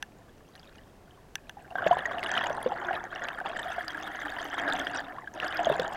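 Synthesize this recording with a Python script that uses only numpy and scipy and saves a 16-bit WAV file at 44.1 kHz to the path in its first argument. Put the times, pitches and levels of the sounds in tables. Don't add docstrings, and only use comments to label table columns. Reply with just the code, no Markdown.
import sys
import numpy as np
from scipy import signal
from scipy.fft import rfft, irfft
from scipy.io import wavfile
from scipy.ndimage import uniform_filter1d

SR = 44100
rng = np.random.default_rng(int(sys.argv[2]) if len(sys.argv) > 2 else 0)


def wav_record(signal):
    frames = np.transpose(np.atleast_2d(signal))
    bounded = np.clip(frames, -1, 1)
    quanta = np.round(bounded * 32767).astype(np.int16)
    wavfile.write(sys.argv[1], SR, quanta)


N = 262836
TIME = np.arange(N) / SR
LARGE_T60_S, MIDDLING_T60_S, SMALL_T60_S = 0.75, 0.53, 0.4


def undb(db):
    return 10 ** (np.asarray(db) / 20)


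def unit(x):
    return x / np.sqrt(np.mean(x ** 2))


def add(out, s, sound):
    i = int(np.clip(s * SR, 0, N - 1))
    out[i:i + len(sound)] += sound[:N - i]


def slope(points, hz):
    point_hz, db = np.transpose(points)
    return np.interp(np.log(hz + 1), np.log(point_hz), db)


def noise(hz, kind, size=N, order=2):
    cutoff = min(hz, SR / 3)
    sos = signal.butter(order, cutoff, kind, fs=SR, output="sos")
    return unit(signal.sosfilt(sos, rng.standard_normal(size)))


def fade(t, t60):
    return np.exp(-np.log(1000) * t / t60)


def through_case(x, size=8192):
    # (frequency [Hz], level [dB])
    wall = [(30, -25), (480, -18), (1000, -9.5), (1900, -12.5), (2400, -17), (3600, -13), (4200, -27.5),
            (7000, -33.5), (9000, -41), (16000, -42)]
    # (frequency [Hz], width [Hz], lift [dB])
    resonances = [(362, 240, 6), (710.5, 190, 12), (1414, 190, 2.5), (1699, 500, 11.5), (2926, 540, 4),
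                  (3273, 93, 6.5), (4740, 650, 8.5)]
    hz = np.arange(size // 2 + 1) * SR / size
    db = slope(wall, hz)
    for center_hz, width_hz, lift_db in resonances:
        db = db + lift_db / (1 + (2 * (hz - center_hz) / width_hz) ** 2)
    cepstrum = irfft(np.log(undb(db)))
    cepstrum[1:size // 2] *= 2
    cepstrum[size // 2 + 1:] = 0
    response = irfft(np.exp(rfft(cepstrum)))[:size // 2]
    return signal.fftconvolve(x, response)[:N]


def sea(large_db):
    # (frequency [Hz], relative level per Hz [dB])
    sea_spectrum = [(12, -33), (20, -8), (163, -13), (262, -14), (698, -19), (1150, -26.5), (3950, -38),
                    (6540, -41), (16000, -47.5)]
    hz = np.arange(N // 2 + 1) * SR / N
    white = rfft(rng.standard_normal(N))
    wash = unit(irfft(white * undb(slope(sea_spectrum, hz)), N))
    rumble = undb(large_db - 27.5) * noise(240, "low")
    return undb(-55) * wash + rumble


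def clicks():
    # (time [s], peak of the ringing [dB], treble tilt [dB per octave])
    taps = [(0.0260, -20.5, -5), (1.3550, -18, -2), (1.495, -28.5, -6.5)]
    # (frequency [Hz], level before the tilt [dB], t60 [s])
    modes = [(817, -10, 0.021), (1577, 1, 0.027), (1740, -3, 0.043), (1950, 0.5, 0.012), (2756, 6, 0.015),
             (3430, 10, 0.0068), (6020, 8, 0.013), (6800, -36, 0.0044), (10730, 2, 0.0053)]
    out, t = np.zeros(N), TIME[:SR // 10]
    for s, db, tilt_db in taps:
        ring = np.zeros(len(t))
        for k, (hz, mode_db, t60) in enumerate(modes):
            gain = (-1) ** k * undb(mode_db + tilt_db * np.log2(hz))
            ring += gain * np.sin(2 * np.pi * hz * t) * fade(t, t60)
        crack = undb(-15.5) * noise(8400, "low", len(t), order=1) * fade(t, 0.01)
        add(out, s, undb(db) * (ring / np.abs(ring).max() + crack))
    return out


def bubble(hz, t60, swell, glide):
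    t = np.arange(int(1.3 * SR * t60) + 20) / SR
    envelope = (1 - np.exp(-t * hz / swell)) * fade(t, t60)
    tone = np.sin(2 * np.pi * hz * t * (1 + glide * t / t60 / 2))
    return envelope / envelope.max() * tone


def burst(start, length, t60):
    attack_s = 0.022
    t = TIME - start
    opening = np.clip(t / attack_s, 0, 1)
    return opening * fade(np.maximum(t - length, 0), t60) ** 2


def flow():
    # (start [s], length [s], level [dB], lift of the large bubbles [dB],
    # lift of the small bubbles [dB])
    gushes = [(0.508, 0.26, -65, -5, 2.5), (1.578, 0.37, -60, 7.5, -4.5), (1.771, 0.047, -41.5, 4.5, -11.5),
              (1.831, 0.35, -39, 1, -11.5), (2.209, 0.22, -35.5, -2, -9), (2.453, 0.28, -46, 7, -9),
              (2.75, 0.24, -36.5, -3, -14.5), (3.105, 0.27, -40.5, -3, -13.5),
              (3.442, 0.22, -41.5, 1.5, -7), (3.631, 0.17, -36, -8, -12), (3.864, 0.35, -39, -5, -11),
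              (4.241, 0.31, -39.5, -3, -10), (4.567, 0.14, -32.5, -2, -15), (4.722, 0.23, -36.5, -3.5, -9),
              (5.016, 0.16, -47, 2, -13.5), (5.337, 0.036, -40.5, 0.5, -6.5), (5.409, 0.081, -33.5, -5, -9),
              (5.569, .19, -37.5, 3, -9.5), (5.795, 0.033, -38.5, 5, -5.5), (5.89, .1, -42, 2, -7.5)]
    large, middling, small = undb([-66, -70, -75]) ** 2
    for s, length, db, large_db, small_db in gushes:
        large = large + undb(db + large_db) ** 2 * burst(s, length, LARGE_T60_S)
        middling = middling + undb(db) ** 2 * burst(s, length, MIDDLING_T60_S)
        small = small + undb(db + small_db) ** 2 * burst(s, length, SMALL_T60_S)
    return 10 * np.log10([large, middling, small])


def swarm(level_db, rate, low_hz, high_hz, cycles, spread_db, swell, rise_hz=130):
    out = np.zeros(N)
    chance = rng.random((int(rate * N / SR), 5))
    crowd = undb(0.52 * (level_db - level_db.max()))
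    for k, (when, small, near, damping, born) in enumerate(chance):
        s = (k + 2 * when) / rate
        share = crowd[min(int(s * SR), N - 1)]
        if born < share:
            hz = low_hz * (high_hz / low_hz) ** small
            t60 = cycles * 2 ** (2 * damping - 1) / hz
            nearness = min(-np.log(1 - near), 3.2)
            size = undb(spread_db * nearness) * np.sqrt(hz / low_hz / share)
            add(out, s, size * (-1) ** k * bubble(hz, t60, swell, rise_hz / hz))
    heard = through_case(out)
    strength = np.sqrt(uniform_filter1d(heard ** 2, SR // 2) + 1e-12)
    return undb(level_db) * heard / strength


def mist():
    cloud = burst(3.63, 1.25, SMALL_T60_S) + 1e-9
    level_db = -55.5 + 10 * np.log10(cloud)
    return swarm(level_db, rate=1500, low_hz=7600, high_hz=15700, cycles=26, spread_db=10.0, swell=0.12)


def air_pockets(large_db, width_hz=16):
    # (start [s], length [s], pitch at the start [Hz], glide [octaves per s],
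    # level relative to the large bubbles' flow [dB])
    pockets = [(2.651, 0.48, 361.4, -0.063, -12.5), (3.8, 1.3, 316, -.135, -9),
               (5.151, 0.52, 306, .08, -13.5)]
    out = np.zeros(N)
    sos = signal.butter(2, width_hz, fs=SR, output="sos")
    for s, length, hz, glide, db in pockets:
        shaking = signal.sosfilt(sos, rng.standard_normal((2, N)))
        pitch_hz = hz * 2 ** (glide * (TIME - s))
        phase = 2 * np.pi * np.cumsum(pitch_hz) / SR
        hum = unit(shaking[0] * np.cos(phase) + shaking[1] * np.sin(phase))
        out += hum * undb(db + large_db) * np.sqrt(burst(s, length, 0.27))
    return out


def near_bubbles(splash_t60=0.028, snap_t60=0.0036, shove_t60=0.087):
    # (time [s], pitch [Hz], level before the mix [dB], length until 60 dB down [cycles])
    close_bubbles = [(0.596, 4750, -43.5, 40), (1.569, 808, -41.5, 63), (1.721, 714, -37.5, 29),
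                     (1.7544, 715, -25.5, 24), (1.755, 1574, -27, 70), (1.7835, 1552, -25.5, 70),
                     (1.8212, 1490, -26, 34), (1.8645, 614, -14, 19.5), (1.873, 1640, -21.5, 18),
                     (1.8705, 2640, -26.5, 26), (1.91, 700, -13.5, 51), (1.9269, 986, -20, 41),
                     (1.9692, 747, -22, 10), (2.055, 1870, -21, 74), (2.23, 2060, -21.5, 17),
                     (2.373, 1330, -20, 23), (2.3775, 2950, -19, 40), (2.5039, 595, -23.5, 19.5),
                     (2.6285, 10000, -33.5, 38), (2.6612, 501, -18.5, 29), (2.7194, 790, -22.5, 28),
                     (2.9084, 752, -23, 33), (3.2861, 2810, -23, 13), (3.4129, 715, -28.5, 23),
                     (3.459, 896, -24.5, 16), (3.7816, 703, -26, 31.5), (3.8813, 4750, -27.5, 44),
                     (4.7246, 3560, -23.5, 43), (4.735, 7200, -31, 26), (4.7948, 6270, -33.5, 37),
                     (5.184, 1090, -30.5, 26), (5.274, 1604, -32.5, 58), (5.3387, 6200, -42, 32),
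                     (5.4008, 2750, -22.5, 19), (5.4814, 4900, -34, 40), (5.571, 4860, -31, 40),
                     (5.5918, 690, -22, 37), (5.6472, 3350, -25.5, 38), (5.6586, 710, -24.5, 17),
                     (5.6695, 637, -17.5, 25), (5.6991, 596, -18, 27), (5.713, 406, -27.5, 30),
                     (5.795, 502, -21, 24), (5.7979, 3680, -21, 9)]
    rings, spatter, pressure = np.zeros((3, N))
    t = TIME[:SR // 10]
    for s, hz, db, cycles in close_bubbles:
        t60 = cycles / hz
        add(rings, s, undb(db) * bubble(hz, t60, 0.016 * cycles, 0.073))
        high_pass = signal.butter(1, hz / 4, "high", fs=SR, output="sos")
        grit = unit(signal.sosfilt(high_pass, noise(2 * hz, "low", len(t), order=1)))
        splash = grit * fade(t, splash_t60) * (1 - fade(t, t60 / 2))
        add(spatter, s, undb(db) * splash)
        smallness = hz ** 2 / (hz ** 2 + 2600 ** 2)
        snap = undb(-16) * smallness * noise(hz, "high", len(t), order=1) * fade(t, snap_t60)
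        shove_hz = 200 * 2 ** (rng.random() - 0.5)
        shove = undb(-16.5) * (500 / hz) ** 3 * bubble(shove_hz, shove_t60, 0.65, 0)
        add(pressure, s, undb(db) * snap)
        add(pressure, s, undb(db) * shove)
    on_case = through_case(undb(-13) * rings + undb(1.6) * spatter)
    return undb(2.5) * rings + pressure + on_case


def spurts(rate=45, t60=0.05, depth_db=4.0):
    kicks = (rng.random(N) < rate / SR) * 1.0
    surge = np.minimum(signal.fftconvolve(kicks, fade(TIME[:SR // 10], t60))[:N], 1)
    return depth_db * unit(surge - surge.mean())


def stream(large, middling, small):
    gurgle = swarm(large - 1.1, rate=420, low_hz=487.7, high_hz=1130, cycles=36, spread_db=3.5, swell=0.04)
    babble = swarm(middling - 0.9, rate=900, low_hz=1136, high_hz=2285, cycles=30, spread_db=4.5, swell=0.24)
    fizz = swarm(small - 0.6, rate=900, low_hz=2400, high_hz=7690, cycles=60, spread_db=6.5, swell=0.17)
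    prickle = swarm(small - 12, rate=1000, low_hz=5560, high_hz=13300, cycles=67, spread_db=19.0, swell=0.52)
    churn = undb(large - 7.5) * unit(through_case(noise(422, "low")))
    surge = spurts()
    return undb(surge / 2) * (gurgle + babble + churn) + undb(surge) * (fizz + prickle)


def scene():
    large, middling, small = flow()
    background = sea(large) + clicks() + mist()
    bubbles = air_pockets(large) + near_bubbles() + stream(large, middling, small)
    return (background + bubbles)[None]


def record(dry):
    sos = signal.ellip(10, 0.1, 70, 15900, fs=SR, output="sos")
    return signal.sosfilt(sos, dry)


dry = scene()
out = record(dry)
wav_record(out)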